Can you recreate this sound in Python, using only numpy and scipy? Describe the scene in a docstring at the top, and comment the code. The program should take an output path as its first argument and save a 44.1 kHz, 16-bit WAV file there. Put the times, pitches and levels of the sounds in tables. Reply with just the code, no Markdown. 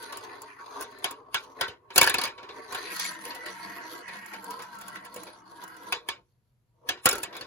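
"""In a quiet room a steel marble circles two plastic dishes of a toy run and drops through its tubes.
Rolling over the rough moulding is random forcing: it shakes the resonant dish modes and makes a hiss.
Knocks are impacts: a few ms of chatter ring the tower's modes, and a short rattle of filtered noise dies away.
Air noise and a wavering hum lie beneath. A phone close by hears the bass much alike on both sides, the middle
wide, and one treble that reaches the left slightly late."""
import sys
import numpy as np
from scipy import signal
from scipy.fft import rfft, irfft, next_fast_len
from scipy.io import wavfile
from scipy.ndimage import uniform_filter1d

SR = 44100
rng = np.random.default_rng(int(sys.argv[2]) if len(sys.argv) > 2 else 0)


def how_loud(loudness_db):
    """Turn decibels into a plain amplitude multiplier (0 dB gives 1, 20 dB gives 10)."""
    steps = np.asarray(loudness_db, float) / 20
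    return 10 ** steps


def put_to_file(sound):
    """Save the sound as 16-bit audio at rate SR, in the file named by the first command-line argument."""
    columns = np.atleast_2d(sound).T  # one column per channel
    safe = np.clip(columns, -1, 1)
    whole_steps = np.round(safe * 32767)
    wavfile.write(sys.argv[1], SR, whole_steps.astype(np.int16))


N = 328986
T = np.arange(N) / SR
BANDS_HZ = 57 * 2 ** np.arange(0, 8.2, 1 / 3)  # third-octave centres


def along(hz, table, axis=1):
    """Interpolation on a logarithmic frequency axis: reads one column of a table at hz."""
    table = np.array(table)
    return np.interp(np.log(hz), np.log(table[:, 0]), table[:, axis])


def unit(x):
    """Normalization: scales a signal to rms 1."""
    return x / np.sqrt(np.mean(x ** 2))


def ring(x, hz, t60):
    """Damped resonator: an impulse starts a decaying swing of size 1 that radiates no deep bass."""
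    radius = np.exp(-np.log(1000) / (t60 * SR))
    angle = 2 * np.pi * hz / SR
    return signal.lfilter([.5, 0, -.5], [1, -2 * radius * np.cos(angle), radius ** 2], x)


def third(x, hz):
    """Band-pass filtering: keeps the third of an octave around hz."""
    edges = [hz / 2 ** (1 / 6), hz * 2 ** (1 / 6)]
    return signal.sosfilt(signal.butter(2, edges, "band", fs=SR, output="sos"), x)


def walk(rate):
    """Slow random modulation: levels held 1 / rate s and smoothed twice, with a spread near 1."""
    hold = int(SR / rate)
    levels = np.repeat(rng.standard_normal(N // hold + 1), hold)
    return 1.647 * uniform_filter1d(uniform_filter1d(levels, hold), hold)[:N]


def waver(x, share=0.01173, rate=5.):
    """Frequency modulation by variable delay: reading at a wandering place makes the pitch drift."""
    place = np.arange(N) + share * SR / rate * uniform_filter1d(walk(rate), size=2000)
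    return np.array([np.interp(place, np.arange(N), side) for side in x])


# Spectrum of the air noise. Each row: frequency in Hz, relative density in dB per Hz.
AIR_SPECTRUM = [(18, -29), (30, -13), (54, -11.5), (80, -14.5), (126, -4), (147, -14.5), (322, -28),
                (5300, -49.5), (11600, -49.5), (12500, -47), (16200, -77), (22000, -120)]
AIR_DB = -66  # rms
HUM_HZ, HUM_DB = 120, -81.5  # mean rms level


def room_air():
    """Stationary background noise: spectrally shaped noise under a mains hum of wavering level."""
    f = np.maximum(np.arange(N // 2 + 1) * SR / N, 1)
    spectrum = rfft(rng.standard_normal((2, N))) * how_loud(along(f, AIR_SPECTRUM))
    air = unit(irfft(spectrum, N)) * how_loud(AIR_DB)
    hum = np.sqrt(2) * how_loud(HUM_DB + 2.0 * walk(6.3)) * np.sin(2 * np.pi * HUM_HZ * T)
    return air + hum


def contact_force(rough_db=1.0, bump_rate=1200., spread_db=1.6):
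    """Roughness excitation: fine grain over dense rounded bumps, at the same moments for both sides."""
    hit = rng.random(N) < bump_rate / SR
    size = uniform_filter1d(hit * how_loud(spread_db * rng.exponential(size=N)), size=130) * 130
    envelope = unit(how_loud(rough_db * walk(30)) * (3 + size))
    return envelope * rng.standard_normal((2, N))


SURGE_DB, SURGE_RISE_S, SURGE_FALL_S = 2.5, 0.025, 0.031


def surge():
    """Load modulation: every light bump presses the marble into the dish, so the roll surges around it."""
    shapes = []
    for row in BUMPS:
        before = (row[0] - T) / SURGE_RISE_S
        after = ((T - row[0]) / SURGE_FALL_S) ** 2 * (T > row[0])
        shapes.append(np.exp(-np.maximum(before, after)))
    return SURGE_DB * (np.max(shapes, axis=0) - .3)


# Strength of the rolling.
# Each row: time in seconds, drive level of the roll in dB, of the rim ring in dB, of the treble in dB.
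ROLL_LEVELS = [(0.0, -52.5, -44.5, -52.5), (0.2, -54, -53.5, -54), (0.33, -53, -46.5, -56.5),
               (0.46, -52.5, -53, -55.5), (0.51, -56.5, -48, -61), (0.56, -61, -52.5, -67),
               (0.62, -52.5, -40.5, -55.5), (0.69, -55.5, -40, -57), (0.77, -49.5, -48.5, -51),
               (0.89, -53.5, -53, -61.5), (0.98, -61, -54, -62), (1.06, -49.5, -54, -50.5),
               (1.16, -57, -95, -69), (1.3, -63.5, -101, -83.5), (1.391, -58.5, -72, -56.5),
               (1.54, -58.5, -70, -69.5), (1.635, -47.5, -29.5, -52), (1.799, -72.5, -74, -96),
               (1.95, -62, -84, -83), (2.1, -53, -47, -74), (2.26, -47.5, -71, -54),
               (2.33, -61.5, -65, -72), (2.429, -59, -65, -74.5), (2.56, -55, -49.5, -63),
               (2.66, -53.5, -47, -53), (2.95, -50.5, -38.5, -42.5), (3.05, -54, -45, -41),
               (3.14, -54, -46, -52.5), (3.3, -50, -47.5, -51), (3.42, -59, -47, -60.5),
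               (3.5, -55, -47, -54.5), (3.57, -54, -48, -56), (3.78, -52.5, -45, -55.5),
               (3.98, -53.5, -48.5, -50.5), (4.06, -60, -49, -65.5), (4.12, -54, -47, -57.5),
               (4.3, -56.5, -46.5, -59), (4.45, -51.5, -48.5, -54.5), (4.67, -55.5, -52.5, -63),
               (4.9, -55, -49, -59), (5.0, -59, -51, -66), (5.1, -56.5, -56, -63), (5.2, -53.5, -55.5, -56),
               (5.33, -58, -56, -61.5), (5.42, -63.5, -61, -77), (5.52, -56, -60, -62),
               (5.63, -56.5, -53, -59.5), (5.75, -63, -53.5, -69.5), (5.9, -48.5, -52, -54),
               (5.981, -71.5, -66, -76.5), (6.092, -58, -77, -78), (6.2, -68, -84, -81),
               (6.281, -95, -97.5, -91), (6.67, -102.5, -104, -101), (6.8, -81, -95, -92),
               (6.868, -61, -94.5, -87), (6.96, -60.5, -83, -85.5), (7.04, -79, -74, -81),
               (7.19, -51, -42, -46.5), (7.25, -68, -55, -64), (7.29, -56.5, -53, -74),
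               (7.35, -57.5, -51, -65), (7.46, -62, -63, -70)]
# Where the rim ring sits as the marble moves over the dish. Each row: time in seconds, frequency in Hz.
RIM_RING_PATH = [(0, 1570), (0.3, 1760), (0.44, 1460), (0.515, 1980), (0.6, 1470), (0.665, 800),
                 (0.74, 1340), (0.85, 1650), (2.4, 1620), (2.72, 1560), (2.86, 1820), (3.05, 1950),
                 (3.25, 1810), (3.55, 1670), (3.8, 1800), (4.0, 1400), (4.08, 1900), (4.35, 1740),
                 (4.52, 1400), (4.88, 1400), (4.98, 1760), (5.2, 1450), (5.45, 1300), (5.7, 1480),
                 (5.9, 1500), (7.0, 1500), (7.46, 1520)]
# Laps round a dish, through which the rumble climbs.
# Each row: start in seconds, length in seconds, frequency in Hz at which the rumble starts.
DISH_LAPS = [(0.456, 0.22, 270), (2.946, 0.5, 206), (3.541, 0.38, 210), (4.045, 0.64, 196),
             (4.612, 0.79, 186), (5.396, 0.69, 248)]
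LAP_TO_HZ, UPPER_RUMBLE_HZ = 430, 394  # end of a lap's climb; rumble outside the laps
LAP_BEND = 1.41  # above 1 the climb starts slowly
LAP_DIP_DB, LAP_DIP_SHARE = -5.5, 0.65  # the rumble thins at the start of a lap; share of the lap it fades over
RUMBLE_DB = 3.5  # against the roll
RIM_WANDER_OCT, RIM_LIFT_DB = 0.042, 0.5
FLUTTER_DB, FLUTTER_PER_S = 1.2, 51  # the treble flutters as a whole


def rolling():
    """Time-varying excitation: roll levels, rumble pitch lap by lap, rim pitch wandering along its path."""
    s, *levels = np.transpose(ROLL_LEVELS)
    surge_db = surge()
    level_db, rim_db, treble_db = (np.interp(T, s, db) + surge_db for db in levels)
    rumble_hz = np.full(N, float(UPPER_RUMBLE_HZ))
    rim_hz = np.interp(T, *np.transpose(RIM_RING_PATH))
    early = np.zeros(N)
    for start_s, length_s, from_hz in DISH_LAPS:
        on = (T >= start_s) & (T < start_s + length_s)
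        lap = (T[on] - start_s) / length_s
        rumble_hz[on] = from_hz * (LAP_TO_HZ / from_hz) ** lap ** LAP_BEND
        early[on] = np.exp(-lap / LAP_DIP_SHARE)
    rumble_hz, rim_hz, early = uniform_filter1d(np.array([rumble_hz, rim_hz, early]), size=2000)
    rumble_db = level_db + RUMBLE_DB + LAP_DIP_DB * early
    rim_db = rim_db + RIM_LIFT_DB * early
    rim_hz = rim_hz * 2 ** (RIM_WANDER_OCT * walk(12))
    return level_db, rumble_db, rumble_hz, rim_db, rim_hz, treble_db + FLUTTER_DB * walk(FLUTTER_PER_S)


RIM_BELOW, RIM_ABOVE, RIM_REACH_DB = 32, 60, 19.5  # fall-off in dB per octave squared, and its limit
CROSSING_DB, CROSSING_OCT = 5, 0.2  # lift of the lower modes that the rim ring crosses


def roll_db(hz, roll):
    """Spectral division of the drive: rumble, dish, rim and grit take over in turn with frequency."""
    dish_db, rumble_db, rumble_hz, rim_db, rim_hz, grit_db = roll
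    off = np.log2(hz / rim_hz)
    crossing_db = CROSSING_DB * np.exp(-(off / CROSSING_OCT) ** 2)
    if hz < 780:
        return rumble_db - np.minimum(14 * np.log2(hz / rumble_hz) ** 2, 12) + crossing_db
    if hz < 1250:
        return dish_db + crossing_db
    if hz < 3000:
        return rim_db - np.minimum(np.where(off > 0, RIM_ABOVE, RIM_BELOW) * off ** 2, RIM_REACH_DB)
    return grit_db


# Modes of the two dishes. Each row: frequency in Hz, bandwidth in Hz, relative level in dB.
UPPER_DISH_MODES = [(322.4, 24, -15.5), (418.4, 45, 5), (614, 27, 2.5), (733, 55, 7), (932, 18, 5),
                    (1016, 150, 9.5), (1110.6, 9.3, 5.5), (1310, 40, -15.5), (1510, 51, -5), (1740, 29, -9),
                    (2170, 110, -6.5), (2400, 73, -3.5), (3240, 140, -27), (4088, 210, -10),
                    (4530, 200, -12.5), (6370, 220, -27.5), (8800, 500, -29), (9640, 670, -17),
                    (12820, 700, -24)]
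LOWER_DISH_MODES = [(191.3, 20, 6.5), (323.3, 24, 3), (472, 43, 8), (609.3, 16.4, 7), (705, 29.4, 12),
                    (951, 46, 11.5), (1078, 61, 7.5), (1322.6, 13.7, -3.5), (1400, 140, -5),
                    (1569, 22, -6.5), (1626, 14, -7), (1918, 28, -3), (2170, 62, -2.5), (2935, 45, -4.5),
                    (4055, 76, -14), (4400, 400, -8.5), (6020, 110, -19.5), (7140, 320, -18),
                    (8660, 190, -13.5), (10250, 530, -14.5), (11800, 1500, -11)]
CHANGE_S = 2.803  # the marble reaches the lower dish
ROLL_TOP_HZ = 14500  # the ringing of the dishes is dark above here


def dishes(force, roll):
    """Modal synthesis: modes swell and fade as the marble crosses nodes; its weight bends the lower ones."""
    out = 0
    lower = np.clip((T - CHANGE_S) / 0.17, 0, 1)
    for modes, share in ((UPPER_DISH_MODES, 1 - lower), (LOWER_DISH_MODES, lower)):
        for hz, width_hz, db in modes:
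            t60 = np.log(1000) / (np.pi * width_hz)
            mode = unit(ring(ring(force, hz, t60), hz, t60 / 3))
            if hz < 3000:
                mode = waver(mode)
            lift_db = 0 if hz < 1250 else 4 if hz < 2700 else 10
            flicker_db = 1.7 * walk(11) + 2.5 * min(hz / 6000, 1) * walk(40)
            out = out + mode * share * how_loud(db + lift_db + roll_db(hz, roll) + flicker_db)
    low_pass = signal.butter(6, ROLL_TOP_HZ, fs=SR, output="sos")
    return how_loud(-3.0) * signal.sosfilt(low_pass, out)


# Hiss of rolling. Each row: frequency in Hz, relative level in dB.
GRIT_SPECTRUM = [(57, -33), (120, -15), (300, 1.5), (1000, -0.5), (2000, 2), (3500, -0.5), (6000, -3.5),
                 (8500, -16.5), (11500, -15), (14500, -26)]


def hiss(force, roll):
    """High modal density: the countless small modes under rolling merge into bands of noise."""
    out = 0
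    surge_db = 3.5 * walk(22)  # the top surges and lulls as one
    for hz in BANDS_HZ:
        # the treble flickers in patches
        flicker_db = 1.1 * walk(14) + 2.0 * min(hz / 8000, 1) * walk(45)
        top_db = surge_db * np.clip(hz / 3000 - 1, 0, 1)
        level = how_loud(roll_db(hz, roll) + along(hz, GRIT_SPECTRUM) + flicker_db + top_db)
        out = out + unit(third(force, hz)) * level
    return out


# Clacks against post, rims and tubes. Each row: time in seconds, nominal peak in dB,
# strongest ring in Hz, nominal thud in dB, nominal tick in dB.
CLACKS = [(1.042, -18, 3230, -32, -29), (1.1088, -29.5, 1073, -33, -35), (1.343, -14.5, 3230, -27.5, -28),
          (1.6099, -13.5, 3140, -22, -28.5), (1.679, -27, 3020, -26.5, -44), (1.903, -25.5, 387, -41, -58),
          (1.9589, -13.5, 4120, -16.5, -19.5), (1.9782, -3, 2703, -11.5, -7.5),
          (2.012, -2, 2143, -10, -12.5), (2.0285, -15, 1510, -54, -19), (2.04, -16.5, 4400, -39, -25.5),
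          (2.052, -26, 1740, -37, -42), (2.064, -19, 1507, -18.5, -29), (2.0723, -9.5, 1618, -48, -25),
          (2.0953, -18.5, 1740, -30, -24), (2.112, -28.5, 1740, -40, -49.5),
          (2.141, -14.5, 2570, -19.5, -23), (2.1828, -18.5, 4400, -25, -31.5),
          (2.2134, -21, 4170, -48, -31.5), (2.2361, -19, 4400, -28.5, -28), (2.252, -22.5, 2140, -34, -36),
          (2.272, -26.5, 2400, -35, -40.5), (2.7457, -24, 1455, -29, -35), (2.9617, -29, 974, -68, -33.5),
          (2.9952, -25, 4700, -49.5, -27.5), (5.9229, -14.5, 2610, -23.5, -31.5),
          (6.0863, -20.5, 3230, -30, -33.5), (6.8886, -16, 3210, -23, -25.5), (6.971, -34, 970, -45, -69),
          (7.056, -5.5, 1140, -10, -10.5), (7.058, -17, 5400, -36, -21.5), (7.066, -8.5, 1390, -30, -35.5),
          (7.0883, -20.5, 1400, -23, -19), (7.11, -24, 5400, -34, -31), (7.127, -24, 1400, -19.5, -27),
          (7.1527, -27.5, 1400, -25, -32.5), (7.1801, -31, 1490, -35, -34), (7.231, -24, 2650, -30, -27),
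          (7.326, -29.5, 1080, -34, -68), (7.351, -26.5, 1075, -36, -64),
          (7.3649, -31.5, 3520, -33.5, -38.5), (7.4086, -25.5, 4400, -28, -41.5)]
# Light bumps while rolling.
# Each row: time in seconds, nominal peak in dB, strongest ring in Hz, nominal tick in dB.
BUMPS = [(0.0257, -54, 1070, -43), (0.123, -27, 1170, -38), (0.17, -30.5, 1085, -35),
         (0.235, -47, 1060, -52), (0.4173, -41, 935, -38.5), (0.8082, -29, 1070, -32.5),
         (0.822, -27.5, 1050, -34.5), (0.91, -50, 1070, -57), (0.985, -46, 1080, -50),
         (1.435, -46, 1070, -51), (2.378, -29, 934, -77), (2.428, -28, 377.5, -61), (2.4883, -26, 370, -73),
         (2.723, -25, 1130, -34.5), (2.866, -30.5, 1890, -55), (3.047, -29, 2250, -39),
         (3.113, -43, 1070, -41), (3.25, -27.5, 1900, -36.5), (3.304, -28, 4400, -53),
         (3.347, -30, 977, -39), (3.459, -26, 1944, -39), (4.081, -30.5, 2240, -47),
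         (4.1355, -33.5, 1900, -59), (4.26, -43, 1070, -42), (4.3333, -29, 2170, -41),
         (4.442, -46, 490, -40.5), (4.5054, -31, 1090, -35.5), (4.59, -29, 960, -50),
         (4.6191, -29.5, 960, -40), (4.749, -46, 1060, -50), (4.786, -47, 1070, -46),
         (4.811, -36, 1054, -39.5), (4.8806, -36, 1310, -38), (4.954, -31.5, 1900, -43),
         (5.0474, -34, 1740, -42.5), (5.1418, -41, 487, -40), (5.16, -28.5, 481, -37),
         (5.233, -41, 950, -40), (5.268, -31, 944, -54), (5.637, -42, 980, -41), (5.678, -54, 1400, -46),
         (5.765, -45, 1900, -48.5)]
BUMP_THUD_DB, BUMP_TAIL_DB = -8, 2  # thud and rattle against the peak
# tail against the peak of a middling clack, where that lies, loss per dB of blow, and limit
TAIL_DB, TAIL_AT_DB, TAIL_LOSS, TAIL_TOP_DB = 3.5, -12.5, 0.43, 6
# weak knocks whose tick lies well under the peak land softly and swell slowly
SOFT_DB, SOFT_SPAN_DB, DULL_GAP_DB, DULL_SPAN_DB = -21.5, 15, 2, 8.5
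DULL_DB_PER_OCT = 1.5  # a knock's body weakens above its own ring


def blows():
    """Compressive response: the rattle grows more slowly than the blow. Time, peak, ring, thud, tick, tail."""
    s, peak_db, own_hz, thud_db, tick_db = np.transpose(CLACKS)
    tail_db = np.minimum(TAIL_DB - TAIL_LOSS * (peak_db - TAIL_AT_DB), TAIL_TOP_DB)
    tail_db = np.where(peak_db < SOFT_DB - 3.5, BUMP_TAIL_DB, tail_db)
    at, bump_db, bump_hz, top_db = np.transpose(BUMPS)
    light = [at, bump_db, bump_hz, bump_db + BUMP_THUD_DB, top_db, 0 * at + BUMP_TAIL_DB]
    return np.hstack([[s, peak_db, own_hz, thud_db, tick_db, tail_db], light])


def softness():
    """Contact hardness: 0 for a hard clack, 1 for a light, dull bump."""
    _, peak_db, _, _, tick_db, _ = blows()
    weak = np.clip((SOFT_DB - peak_db) / SOFT_SPAN_DB, 0, 1)
    dull = np.clip((peak_db - tick_db - DULL_GAP_DB) / DULL_SPAN_DB, 0, 1)
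    return weak * dull


def knock_db(hz):
    """Impact spectrum: every knock's level at hz, from thud over body to tick, and nearness to its ring."""
    _, peak_db, own_hz, thud_db, tick_db, _ = blows()
    up = np.clip(np.log2(hz / 500) / 0.87, 0, 1)
    top = np.clip(np.log2(hz / 4000), 0, 1)
    body_db = peak_db - 10.0 - DULL_DB_PER_OCT * np.log2(hz / own_hz).clip(0)
    db = (1 - up) * (thud_db - 5.5) + up * ((1 - top) * body_db + top * (tick_db + 1.5))
    return db, np.exp(-(np.log2(hz / own_hz) / .09) ** 2)


KNOCK_SHARE, KNOCK_LAG = 0.55, 5  # share of a knock common to both channels; samples the second has it later


def share_knock(first, second):
    """Partial coherence: the second channel holds a delayed share of the first."""
    return KNOCK_SHARE * np.roll(first, KNOCK_LAG, axis=-1) + np.sqrt(1 - KNOCK_SHARE ** 2) * second


def push(chatter, at, gain):
    """Superposition: lays the chatter of all knocks on the time line at given strengths."""
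    x = np.zeros((2, N + chatter.shape[-1]))
    for side in range(2):
        np.add.at(x[side], at, chatter[:, side] * gain[:, side, None])
    return x[:, :N]


# Modes of the tower that a knock rings.
# Each row: frequency in Hz, relative level in dB, time in seconds to decay by 60 dB.
TOWER_MODES = [(300, -9, .1), (390, -2, .09), (485, -4, .09), (750, -8, .06), (945, -8, .05),
               (1075, -6, .05), (1390, -4, .05), (1530, -6, .05), (1680, -5, .05), (1740, -4, .07),
               (1900, -7, .05), (2240, -5, .05), (2410, -8, .04), (2570, -5, .05), (2790, -8, .04),
               (3050, -11, .035), (3320, -5, .045), (3530, -8, .04), (4040, -7, .04), (4400, -7, .03),
               (4700, -7, .03), (5400, -6, .03), (7100, -10, .025)]
CHATTER_S, CHATTER_RISE_S, BUZZ_DB = .0042, .0016, 1.2  # decay and rise of a hard clack


def knocks(crack_db=7.0, ring_db=-2.5, own_db=9.5, scatter_db=2.5, soft_db=-3.5):
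    """Impact excitation: a few ms of chatter give a broad crack and ring the tower in a new mix each time."""
    k = np.arange(900)
    at = (blows()[0] * SR).astype(int)[:, None] + k
    soft = softness()
    soft_rows = soft[:, None, None]
    rise = np.minimum(k / (CHATTER_RISE_S * SR + 300.0 * soft_rows), 1)
    decay = np.exp(-k / (CHATTER_S * SR * (1 + 0.72 * soft_rows)))
    chatter = rng.standard_normal((len(at), 2, len(k))) * decay * rise
    chatter[:, 1] = share_knock(chatter[:, 0], chatter[:, 1])
    mix = rng.standard_normal((len(at), len(TOWER_MODES)))
    out = 0
    for m, (hz, db, t60) in enumerate(TOWER_MODES):
        base_db, own = knock_db(hz)
        # the blow sets how far the mode swings, whatever the chatter's fine shape
        pickup = np.abs(chatter @ np.exp(2j * np.pi * hz * k / SR)) + 2
        swing_db = base_db + db + ring_db + own_db * own * (2 - 0.6 * soft)
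        swing_db = swing_db + soft_db * soft + scatter_db * mix[:, m]
        rung = ring(push(chatter, at, how_loud(swing_db)[:, None] / pickup), hz, t60)
        mode = signal.sosfilt(signal.butter(2, 2 * hz, fs=SR, output="sos"), rung)
        out = out + mode * how_loud(BUZZ_DB * walk(120))  # loose joints make it buzz
    for hz in BANDS_HZ[3::3]:
        edges = [hz / np.sqrt(2), min(hz * np.sqrt(2), 17000)]
        octave = signal.butter(3, edges, "band", fs=SR, output="sos")
        crack = how_loud(knock_db(hz)[0] + crack_db + soft_db * soft)[:, None] * np.ones(2)
        out = out + signal.sosfilt(octave, push(chatter, at, crack)) * (4000 / hz) ** 0.14
    return out


def swell(power, size):
    """Moving average: spreads a blow's power over a short rise of size samples."""
    return uniform_filter1d(power, size, origin=size // 2)


# Rattle after a knock.
# Each row: frequency in Hz, relative level in dB, time in seconds to decay by 60 dB.
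RATTLE_DECAY = [(57.24, -15.5, 0.28), (120, -11, 0.14), (200, -17.5, 0.15), (382, 3, 0.33),
                (620, 5.5, 0.16), (1400, 10, 0.19), (3930, 12, 0.15), (6850, 5, 0.068), (10300, 13, 0.0081),
                (15880, -21, 0.051)]
RATTLE_RING_DB, RATTLE_OWN_DB = -2, 4.1  # tower modes in the rattle; lift near the knock's own ring
RATTLE_SCATTER_DB, RATTLE_FLICKER_DB = 1.2, 1.0
HALO_DB, HALO_S = -21, .0045  # faint halo of noise heard ahead of a hard clack; time constant of its power


def rattle():
    """Exponential energy decay: after each knock, noise coloured by the tower dies away band by band."""
    s, _, _, _, _, tail_db = blows()
    at = (s * SR).astype(int)
    softly = softness()
    shake = rng.standard_normal((2, N))
    shake[1] = share_knock(shake[0], shake[1])
    tower = sum(unit(ring(shake, hz, t60)) * how_loud(db) for hz, db, t60 in TOWER_MODES)
    shake = shake + how_loud(RATTLE_RING_DB) * unit(tower)
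    halo_step = np.exp(-1 / (HALO_S * SR))
    out = 0
    for hz in BANDS_HZ:
        hard, soft = np.zeros((2, N))
        base_db, own = knock_db(hz)
        level_db = base_db + RATTLE_OWN_DB * own + tail_db + along(hz, RATTLE_DECAY) - 14.0
        power = how_loud(level_db + RATTLE_SCATTER_DB * rng.standard_normal(len(at))) ** 2
        hard[at] = power * (1 - softly)
        soft[at] = power * softly
        # filtered backwards in time, the halo lies ahead of the clack and is no part of it
        halo = how_loud(HALO_DB) ** 2 * signal.lfilter([1], [1, -halo_step], hard[::-1])[::-1]
        fall = np.exp(-2 * np.log(1000) / (along(hz, RATTLE_DECAY, axis=2) * SR))
        tail = signal.lfilter([1], [1, -fall], swell(hard, size=161) + swell(soft, size=801))
        envelope = np.sqrt(halo + tail.clip(0))
        out = out + unit(third(shake, hz)) * envelope * how_loud(RATTLE_FLICKER_DB * walk(70))
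    return out


def scene():
    """Superposition of sources: two partly independent channels, for the two microphones to share."""
    air = room_air()
    force, roll = contact_force(), rolling()
    return air + dishes(force, roll) + hiss(force, roll) + knocks() + rattle()


# Response of the microphones. Each row: frequency in Hz, gain in dB.
MICROPHONE_RESPONSE = [(20, -22), (45, -5), (90, -3.5), (200, -5.5), (15600, 0.5), (16600, -23.5),
                       (17000, -46.5)]
# Likeness of the two sides. Each row: frequency in Hz, share common to both sides.
SIDE_LIKENESS = [(30, 0.72), (250, 0.9), (700, 0.48), (1500, 0.13), (5000, 0.22), (6200, 0.089), (8000, 1),
                 (17000, 0.7)]
# Slow drift of the balance. Each row: time in seconds, left minus right in dB.
BALANCE = [(0, 0.5), (0.7, 1), (1.2, 0.8), (2.0, 0.5), (4, -0.3), (7.46, 0.5)]
BASS_LEAD = 0.25  # radians the left leads at 400 Hz
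TREBLE_ALIGNED_HZ, TREBLE_TURN_HZ = 6200, 4800  # sides in phase here; Hz per full turn of phase


def top_cut(x):
    """Nothing passes above the cut-off."""
    return signal.sosfilt(signal.butter(12, 16970, fs=SR, output="sos"), x)


def record(dry):
    """Interaural-like coherence by frequency: treble reaches the right 0.2 ms sooner; peaks are rounded."""
    size = next_fast_len(N + 512)
    f = np.maximum(np.arange(size // 2 + 1) * SR / size, 1)
    left, other = rfft(dry, size) * how_loud(along(f, MICROPHONE_RESPONSE))
    share = np.clip(along(f, SIDE_LIKENESS), 0, 1)
    treble_turn = 2 * np.pi * (f - TREBLE_ALIGNED_HZ) / TREBLE_TURN_HZ
    bass_turn = -BASS_LEAD * np.minimum(f / 400, 1.5)
    turn = np.where(f > TREBLE_ALIGNED_HZ - 400, treble_turn, bass_turn)
    right = share * np.exp(1j * turn) * left + np.sqrt(1 - share ** 2) * other
    pan = how_loud(np.interp(T, *np.transpose(BALANCE)) * np.array([[.5], [-.5]]))
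    sides = pan * irfft(np.array([left, right]), size)[:, :N]
    mix = np.tanh(0.59 * sides) / 0.61
    return top_cut(mix)


dry = scene()
out = record(dry)
put_to_file(out)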